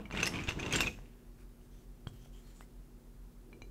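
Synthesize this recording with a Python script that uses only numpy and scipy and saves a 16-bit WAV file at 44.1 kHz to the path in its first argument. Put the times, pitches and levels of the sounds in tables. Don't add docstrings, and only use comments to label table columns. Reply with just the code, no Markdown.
import sys
import numpy as np
from scipy import signal
from scipy.fft import rfft, irfft
from scipy.io import wavfile
from scipy.ndimage import uniform_filter1d

SR = 44100
rng = np.random.default_rng(int(sys.argv[2]) if len(sys.argv) > 2 else 0)


def store_pcm(level_fs):
    pcm = np.round(np.clip(level_fs, -1, 1) * 32767).astype(np.int16)
    wavfile.write(sys.argv[1], SR, np.atleast_2d(pcm).T)


def volts(x):
    e = np.asarray(x, float) / 20
    return 10 ** e


N = 163170

# start_s, peak_db, low_pitch_hz, high_pitch_hz, high_share_db
HEAP_KNOCKS = [(0.055, -41, 2298, 6617, -36.5), (0.1104, -38, 2756, 1500, -9.5),
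               (.1244, -34, 2364, 6200, -13.5), (0.15, -34.5, 1946, 4021, -19),
               (0.172, -29.5, 2730, 7814, -35.5), (.187, -36.5, 2222, 5444, -26),
               (.1976, -33, 2594, 6060, -26.5), (0.2295, -17, 2628, 6189, -10),
               (0.2563, -25, 1869, 5280, 6), (0.2663, -23, 2747, 5280, -6.5), (0.2729, -26, 1996, 5280, -7),
               (0.3226, -38, 2210, 5280, -18.5), (0.3382, -33, 2501, 5280, -23.5),
               (0.3572, -30, 2447, 6139, -20.5), (0.3877, -31, 2432, 6798, -36),
               (0.402, -30.5, 2332, 6797, -23), (0.437, -35.5, 2516, 6697, -8),
               (0.4743, -45, 3683, 4546, -21.5), (.487, -27, 2870, 5480, -15),
               (0.4898, -20.5, 2680, 6200, -18),
               (0.5201, -32.5, 2825, 6170, -15.5), (0.59, -34.5, 1719, 6460, -15),
                 (0.5972, -31, 2498, 6200, -10.5), (0.6292, -30, 2758, 6700, -20),
                 (0.6624, -30, 2740, 6150, -11.5), (0.7084, -33, 2531, 3340, -7.5),
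                 (0.725, -23, 2456, 6420, -3.5), (0.7355, -23.5, 3293, 5770, -7.5),
                 (0.7589, -22, 3154, 7380, 1.5), (0.7827, -35, 2801, 7410, -14.5),
                 (0.8058, -14, 2740, 3680, -8.5), (0.8135, -28.5, 5242, 7520, -3),
                 (0.8315, -28, 2498, 6380, -13), (.846, -38.5, 3678, 7360, -9),
                 (0.8632, -31.5, 2540, 3720, -15), (0.8705, -22, 2543, 6350, -20.5)]
# start_s, peak_db, low_pitch_hz, high_pitch_hz, high_share_db
SET_DOWNS = [
    (1.614, -61.5, 3030, 8116, -12.5),
    (2.0715, -37, 3204, 7699, -23),
]
# pitch_hz, level_db (per Hz)
CRACK_COLOUR = [(400, 4), (1900, -3), (3500, -6), (7500, -15), (10300, -28), (12700, -28), (14500, -41)]
# start_s, level_db, brightness_db (per octave)
NUDGES = [
    (3.5291, -48, -8.5),
    (3.54, -63.5, -7),
    (3.619, -43.5, 3),
]
# pitch_hz, level_db, fade_60db_s
LAST_PLANK = [(1723.5, -7, 0.01182), (2349.1, -0.5, 0.03627), (2870, -14, 0.0543), (4030.7, -8, 0.0308),
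              (6117.5, -14, 0.0279), (6677, -22.5, 0.03316), (7410, -20.5, 0.01733)]
# start_s, peak_db, pitch_hz
TAPS = [(.103, -32.5, 1201), (.111, -25, 1492), (.1495, -26, 1201), (.141, -29, 548.3),
        (0.988, -35.5, 701.1), (1.39, -50, 1314), (2.0697, -30.5, 681.4), (2.071, -34, 1128),
        (2.259, -43, 544.2), (2.6088, -32, 1132), (3.5292, -44, 916), (3.6189, -38, 842.4)]
# start_s, level_db, pitch_hz, fade_60db_s
THUDS = [
    (0, -51, 646.5, .07),
    (0, -40.5, 208.9, 0.2102),
    (.485, -25.5, 85.54, 0.03836),
    (.735, -34, 144, 0.1492),
    (2.0702, -31.5, 132.5, 0.04394),
    (2.071, -43, 247.4, 0.02566),
    (3.62, -46.5, 97.46, 0.1022),
]
# start_s, level_db, pitch_hz
TICKS = [(0.2296, -53.5, 11550), (.268, -50.5, 12520), (.27, -38.5, 9900), (.276, -42.5, 9854),
         (0.277, -49.5, 12930), (.276, -54.5, 14630), (.275, -37, 8086), (0.4938, -56, 11720),
         (0.7256, -49, 11990), (.7258, -40.5, 8177), (.7592, -43, 11090), (.7592, -55.5, 14510),
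         (.8062, -39.5, 12140), (.8062, -38, 7820), (0.8059, -32, 5388), (.8135, -43.5, 12720),
         (0.8141, -47, 9419)]
# start_s, length_s, level_db, pitch_hz
RUBS = [(.127, 0.01838, -43, 2450), (.168, 0.01486, -44.5, 2666), (.184, 0.01008, -35.5, 2300),
        (0.198, 0.01036, -42, 2600), (0.223, 0.01154, -35, 2500), (0.234, 0.00776, -37, 6190),
        (0.24, 0.01277, -34.5, 2650), (.258, 0.00363, -37.5, 5280), (.267, 0.01109, -33.5, 5280),
        (.268, 0.00811, -34.5, 2770), (0.273, 0.011785, -39.5, 1960), (0.337, 0.0111, -36, 2450),
        (.388, 0.01766, -37, 2400), (.6, 0.00749, -39.5, 2500), (.63, 0.01179, -40, 2700),
        (0.714, 0.00602, -36, 2600), (.728, 0.01355, -36, 2400), (0.764, 0.01, -37, 7380),
        (0.782, 0.01339, -31, 2780), (0.817, .008, -30.5, 2700), (0.832, 0.01862, -32.5, 2430),
        (0.85, 0.03532, -43, 3690), (0.864, 0.00744, -31, 2500), (.872, 0.012, -28, 2500),
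        (0.883, .022, -45, 2490), (.92, 0.039, -57.5, 2490), (2.33, 0.07733, -64.5, 3108),
        (2.612, 0.02811, -66, 5299), (2.612, 0.02789, -62.5, 2060), (.8065, 0.0044, -30.5, 2709),
        (3.46, 0.25236, -53, 377.1)]
# time_s, grind_db, rumble_db
EFFORT = [(0, -63, -49), (.095, -86.5, -56), (.145, -50, -39.5), (0.198, -40.5, -40), (.28, -61, -44),
          (0.371, -50.5, -39), (0.451, -54.5, -50), (0.498, -43.5, -47.5), (0.548, -60.5, -45.5),
          (.66, -47, -38), (0.699, -51, -40.5), (.75, -36, -36), (.88, -67.5, -43), (.93, -64.5, -64.5),
          (1.0, -71.5, -65.5), (1.3, -86, -71.5)]
# pitch_hz, width_hz, level_db
HEAP_MODES = [(1696, 37, -5), (2740, 319.2, 19), (3206.1, 140, -14), (3680, 44, 7), (5280, 35, -4),
              (6200, 50, -10), (7380, 61, -11), (8250, 51, -3)]
# pitch_hz, level_db (per Hz)
GRIND_COLOUR = [(500, -18), (1500, 0), (2700, 0), (4500, -12), (7500, -15), (9000, -27.5), (15500, -36)]
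# pitch_hz, level_db (per Hz)
RUMBLE_COLOUR = [(40, -1.5), (200, 0), (430, -7.5), (520, -16), (1000, -15)]
# start_s, length_s, level_db, low_pitch_hz, high_pitch_hz
SLIDES = [(1.376, 0.08422, -76.5, 2465, 1520), (1.611, 0.071, -84, 8250, 6363),
          (1.703, 0.1836, -81, 6040, 3500), (2.124, 0.0937, -76.5, 3200, 12100),
          (2.189, 0.13185, -78, 3271, 6200), (2.319, 0.146, -77, 7229, 3310),
          (2.461, 0.10704, -79, 7177, 3285), (2.541, 0.12553, -76, 7099, 7900),
          (2.43, 0.12996, -77.5, 4274, 2007), (2.602, 0.04103, -74.5, 7940, 12700),
          (2.076, 0.02826, -73, 7288, 7950), (2.244, 0.02292, -76, 3217, 6200)]
# pitch_hz, fade_60db_s
ROOM_FADE = [(200, 0.8386), (1000, 0.16), (3000, 0.21729), (5500, 0.3684), (10000, 0.39142)]
# pitch_hz, level_db (per Hz)
AIR_COLOUR = [(30, 6.5), (60, -2), (85, 0), (130, -2.5), (370, -7), (600, -16), (1500, -24.5), (3000, -34)]
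# pitch_hz, level_db
FAN_TONES = [(40.12, -56), (42.39, -71), (44.71, -64), (46.85, -60)]
# pitch_hz, level_db
HUM_TONES = [(119.7, -74.5), (135.9, -64.5), (179.75, -70.5), (239.68, -63)]

LOW_WIDTH_HZ, HIGH_WIDTH_HZ, SIDE_WIDTH_HZ = 95, 140, 220
LINGER_WIDTH_HZ, LINGER_DB = 50, -2
SOFT_WIDTH_HZ = 1110
CHATTER_S, CHATTER_DB = 0.004, -8.5
CRACK_DB, CRACK_FADE_S, SIDE_DB = -5.5, 0.09, -3
SET_DOWN_DAMP = 4.482
TICK_RING_S, TICK_SNAP_DB = 0.012, -3
RUB_WIDTH_HZ = 150
SLIPS_PER_S, SLIP_SPREAD_DB = 900, 6.5
GRIND_RING_DB, GRIND_HISS_DB = -4.5, 0.5
ROOM_DB = -9.5
AIR_DB, FAN_DB, HISS_DB = -61, 3, -72
BEAT_S = 2.79
DUCT_HZ, DUCT_DB = 363.1, -71.5
EDGE_HZ = 15750


def evened(x):
    return x / np.sqrt(np.mean(x ** 2) + 1e-20)


def peaked(x):
    return x / abs(x).max()


def read(points, hz):
    f, value = np.transpose(points)
    return np.interp(np.log(hz + 1), np.log(f + 1), value)


def add(mix, start_s, sound):
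    part = mix[round(start_s * SR):][:len(sound)]
    part += sound[:len(part)]


def colour(x, points):
    hz = np.fft.rfftfreq(len(x), 1 / SR)
    low_end = np.minimum(hz / points[0][0], 1) ** 2
    high_end = np.minimum(points[-1][0] / (hz + 1), 1) ** 2
    shape = volts(read(points, hz)) * low_end * high_end
    return evened(irfft(rfft(x) * shape, len(x)))


def resonate(x, hz, width_hz):
    r = np.exp(-np.pi * width_hz / SR)
    angle = 2 * np.pi * hz / SR
    return signal.lfilter([1 - r], [1, -2 * r * np.cos(angle), r * r], x) * 2 * np.sin(angle)


def ring(t, hz, fade_s):
    return np.sin(2 * np.pi * hz * t) * volts(-60 * t / fade_s)


def slips(count, per_s):
    u = rng.random((count, 3))
    happens = u[:, 0] < per_s / SR
    size = volts(-SLIP_SPREAD_DB * np.log(u[:, 1] + 0.0041))
    return happens * size * np.sign(u[:, 2] - 0.5)


def mode(x, hz, width_hz):
    return resonate(x, hz, width_hz) + volts(LINGER_DB) * resonate(x, hz, LINGER_WIDTH_HZ)


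def knock(db, low_hz, high_hz, high_db, damp=1):
    t, u = np.arange(4000) / SR, rng.random(8)
    noise = colour(rng.standard_normal(4000), CRACK_COLOUR)
    chatter = np.clip(slips(4000, 3000), -3, 3) * np.exp(-t / CHATTER_S)
    force = volts(CHATTER_DB) * chatter + np.exp(-t / 0.0001)

    soft = resonate(force, low_hz, SOFT_WIDTH_HZ)
    near_hz = low_hz * (0.914 + 0.16 * u[0])
    low = mode(soft, low_hz, LOW_WIDTH_HZ) + volts(-7) * resonate(soft, near_hz, LOW_WIDTH_HZ)
    high = mode(resonate(force, high_hz, 2 * SOFT_WIDTH_HZ), high_hz, HIGH_WIDTH_HZ)
    body = peaked(low) + volts(high_db + 1) * peaked(high)

    for ratio, w in zip((0.607, 1.3, 1.4, 2.6), u[1:5]):
        side = resonate(force, low_hz * ratio, 1432.7)
        side = resonate(side, low_hz * ratio * (0.95 + 0.15 * w), SIDE_WIDTH_HZ)
        side_db = SIDE_DB - 14 * w + (ratio > 1.3) * (high_db - 5.5) / 2
        body = body + volts(side_db) * peaked(side)

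    crack = noise + volts(high_db + 10) * evened(np.gradient(noise))
    crack = crack * 0.27 * (1 - np.exp(-t / 0.00021))
    crack = volts(CRACK_DB - 60 * t / CRACK_FADE_S) * crack
    damping = np.exp(-(damp - 1) * t * LOW_WIDTH_HZ)
    return volts(db) * peaked(damping * (body + crack))


def knocks():
    out = np.zeros(N)
    for start_s, *settings in HEAP_KNOCKS:
        add(out, start_s, knock(*settings))
    for start_s, *settings in SET_DOWNS:
        add(out, start_s, knock(*settings, damp=SET_DOWN_DAMP))
    return out


def nudges():
    out, t = np.zeros(N), np.arange(4000) / SR
    onset = 1 - np.exp(-t / 0.000446)
    for start_s, db, tilt_db in NUDGES:
        tone = sum(volts(db + mode_db + tilt_db * np.log2(hz / 2370)) * ring(t, hz, fade_s)
                   for hz, mode_db, fade_s in LAST_PLANK)
        add(out, start_s, onset * tone)
    return out


def taps():
    out, t = np.zeros(N), np.arange(4000) / SR
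    for start_s, db, hz in TAPS:
        onset = np.minimum(t * hz * 2, 1)
        tone = ring(t, hz, 2.3395 / hz) + 0.2 * ring(t, 2.29 * hz, 3.529 / hz)
        add(out, start_s, -volts(db + 7) * onset * tone)
    return out


def thuds():
    out, t = np.zeros(N), np.arange(4000) / SR
    for start_s, db, hz, fade_s in THUDS:
        tone = ring(t, hz, fade_s) + 1.4 * ring(t, 2.3 * hz, 0.14775 * fade_s)
        add(out, start_s, -volts(db) * tone)
    return out


def ticks():
    out, t = np.zeros(N), np.arange(2000) / SR
    onset = np.minimum(t / 0.0003915, 1)
    for start_s, db, hz in TICKS:
        snap = resonate(rng.standard_normal(2000), hz, 2500) * np.exp(-t / 0.0012)
        tick = onset * ring(t, hz, TICK_RING_S) + volts(TICK_SNAP_DB) * peaked(snap)
        add(out, start_s, volts(db + 5.5) * tick)
    return out


def rubs():
    out = np.zeros(N)
    for start_s, length_s, db, hz in RUBS:
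        t = np.arange(max(4000, round(length_s * SR))) / SR
        stroke = np.sin(np.pi * np.clip(t / length_s, 0, 1) ** 0.7) ** 0.68
        rubbed = resonate(stroke * rng.standard_normal(len(t)), hz, 580)
        sung = resonate(rubbed, hz, RUB_WIDTH_HZ)
        add(out, start_s, volts(db + 2) * peaked(sung))
    return out


def heap():
    count = round(1.4 * SR)
    t = np.arange(count) / SR
    modes = np.zeros(count)
    for hz, width_hz, db in HEAP_MODES:
        push = resonate(np.clip(slips(count, SLIPS_PER_S / 2), -6, 6), hz, 1489.9)
        modes += volts(db) * evened(resonate(push, hz, max(width_hz, 90)))
    modes = evened(modes)

    hiss = colour(np.clip(slips(count, 12 * SLIPS_PER_S), -4, 4), GRIND_COLOUR)
    hiss = evened(hiss * uniform_filter1d(abs(modes) + 0.4, size=120))
    grind = volts(GRIND_RING_DB) * modes + volts(GRIND_HISS_DB) * hiss
    rumble = colour(rng.standard_normal(count), RUMBLE_COLOUR)

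    time_s, grind_db, rumble_db = np.transpose(EFFORT)
    grind = grind * volts(np.interp(t, time_s, grind_db, right=-99))
    rumble = rumble * volts(np.interp(t, time_s, rumble_db, right=-99))
    out = np.zeros(N)
    add(out, 0, grind + rumble)
    return out


def slides():
    out = np.zeros(N)
    for start_s, length_s, db, low_hz, high_hz in SLIDES:
        count = round(length_s * SR)
        unsteady = volts(1.1703 * evened(uniform_filter1d(rng.standard_normal(count), 500)))
        rub = np.clip(slips(count, 9000), -3, 3) * unsteady
        low = evened(resonate(rub, low_hz, 250))
        high = evened(resonate(rub, high_hz, 400))
        scrape = evened(resonate(rub, 5178, 11000))
        tone = low + volts(-2.5) * high + volts(5) * scrape
        swell = np.sin(np.pi * (np.arange(count) / count) ** 0.5982)
        add(out, start_s, volts(db) * tone * swell)
    return out


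def room(x):
    echoes = np.zeros(SR)
    at = np.arange(260, SR - 20, 20)
    echoes[at + rng.integers(0, 20, len(at))] = rng.choice([-1., 1.], len(at))
    hz, t, z = signal.stft(echoes, SR, nperseg=256)
    fade = volts(-60 * t / read(ROOM_FADE, hz)[:, None])
    tail = signal.istft(z * fade, SR, nperseg=256)[1]
    return signal.fftconvolve(x, tail / np.linalg.norm(tail))[:N]


def air():
    t = np.arange(N) / SR
    out = volts(AIR_DB) * colour(rng.standard_normal(N), AIR_COLOUR)
    out += volts(HISS_DB) * rng.standard_normal(N)
    for hz, db in FAN_TONES:
        out += volts(db + FAN_DB) * np.cos(2 * np.pi * hz * (t - BEAT_S))
    for hz, db in HUM_TONES:
        out += volts(db) * np.sin(2 * np.pi * (hz * t + rng.random()))
    whistle = evened(resonate(rng.standard_normal(N), DUCT_HZ, 14))
    return out + volts(DUCT_DB) * whistle


def scene():
    wood = knocks() + nudges() + taps() + thuds() + ticks() + rubs() + heap() + slides()
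    return (wood + volts(ROOM_DB) * room(wood) + air())[None]


def top_cut(x):
    return signal.sosfilt(signal.butter(12, 16430, fs=SR, output="sos"), x)


def record(dry):
    low_pass = signal.firwin(511, EDGE_HZ, window=("kaiser", 9), fs=SR)
    cut = signal.oaconvolve(dry, low_pass[None], "same")
    return top_cut(cut)


dry = scene()
out = record(dry)
store_pcm(out)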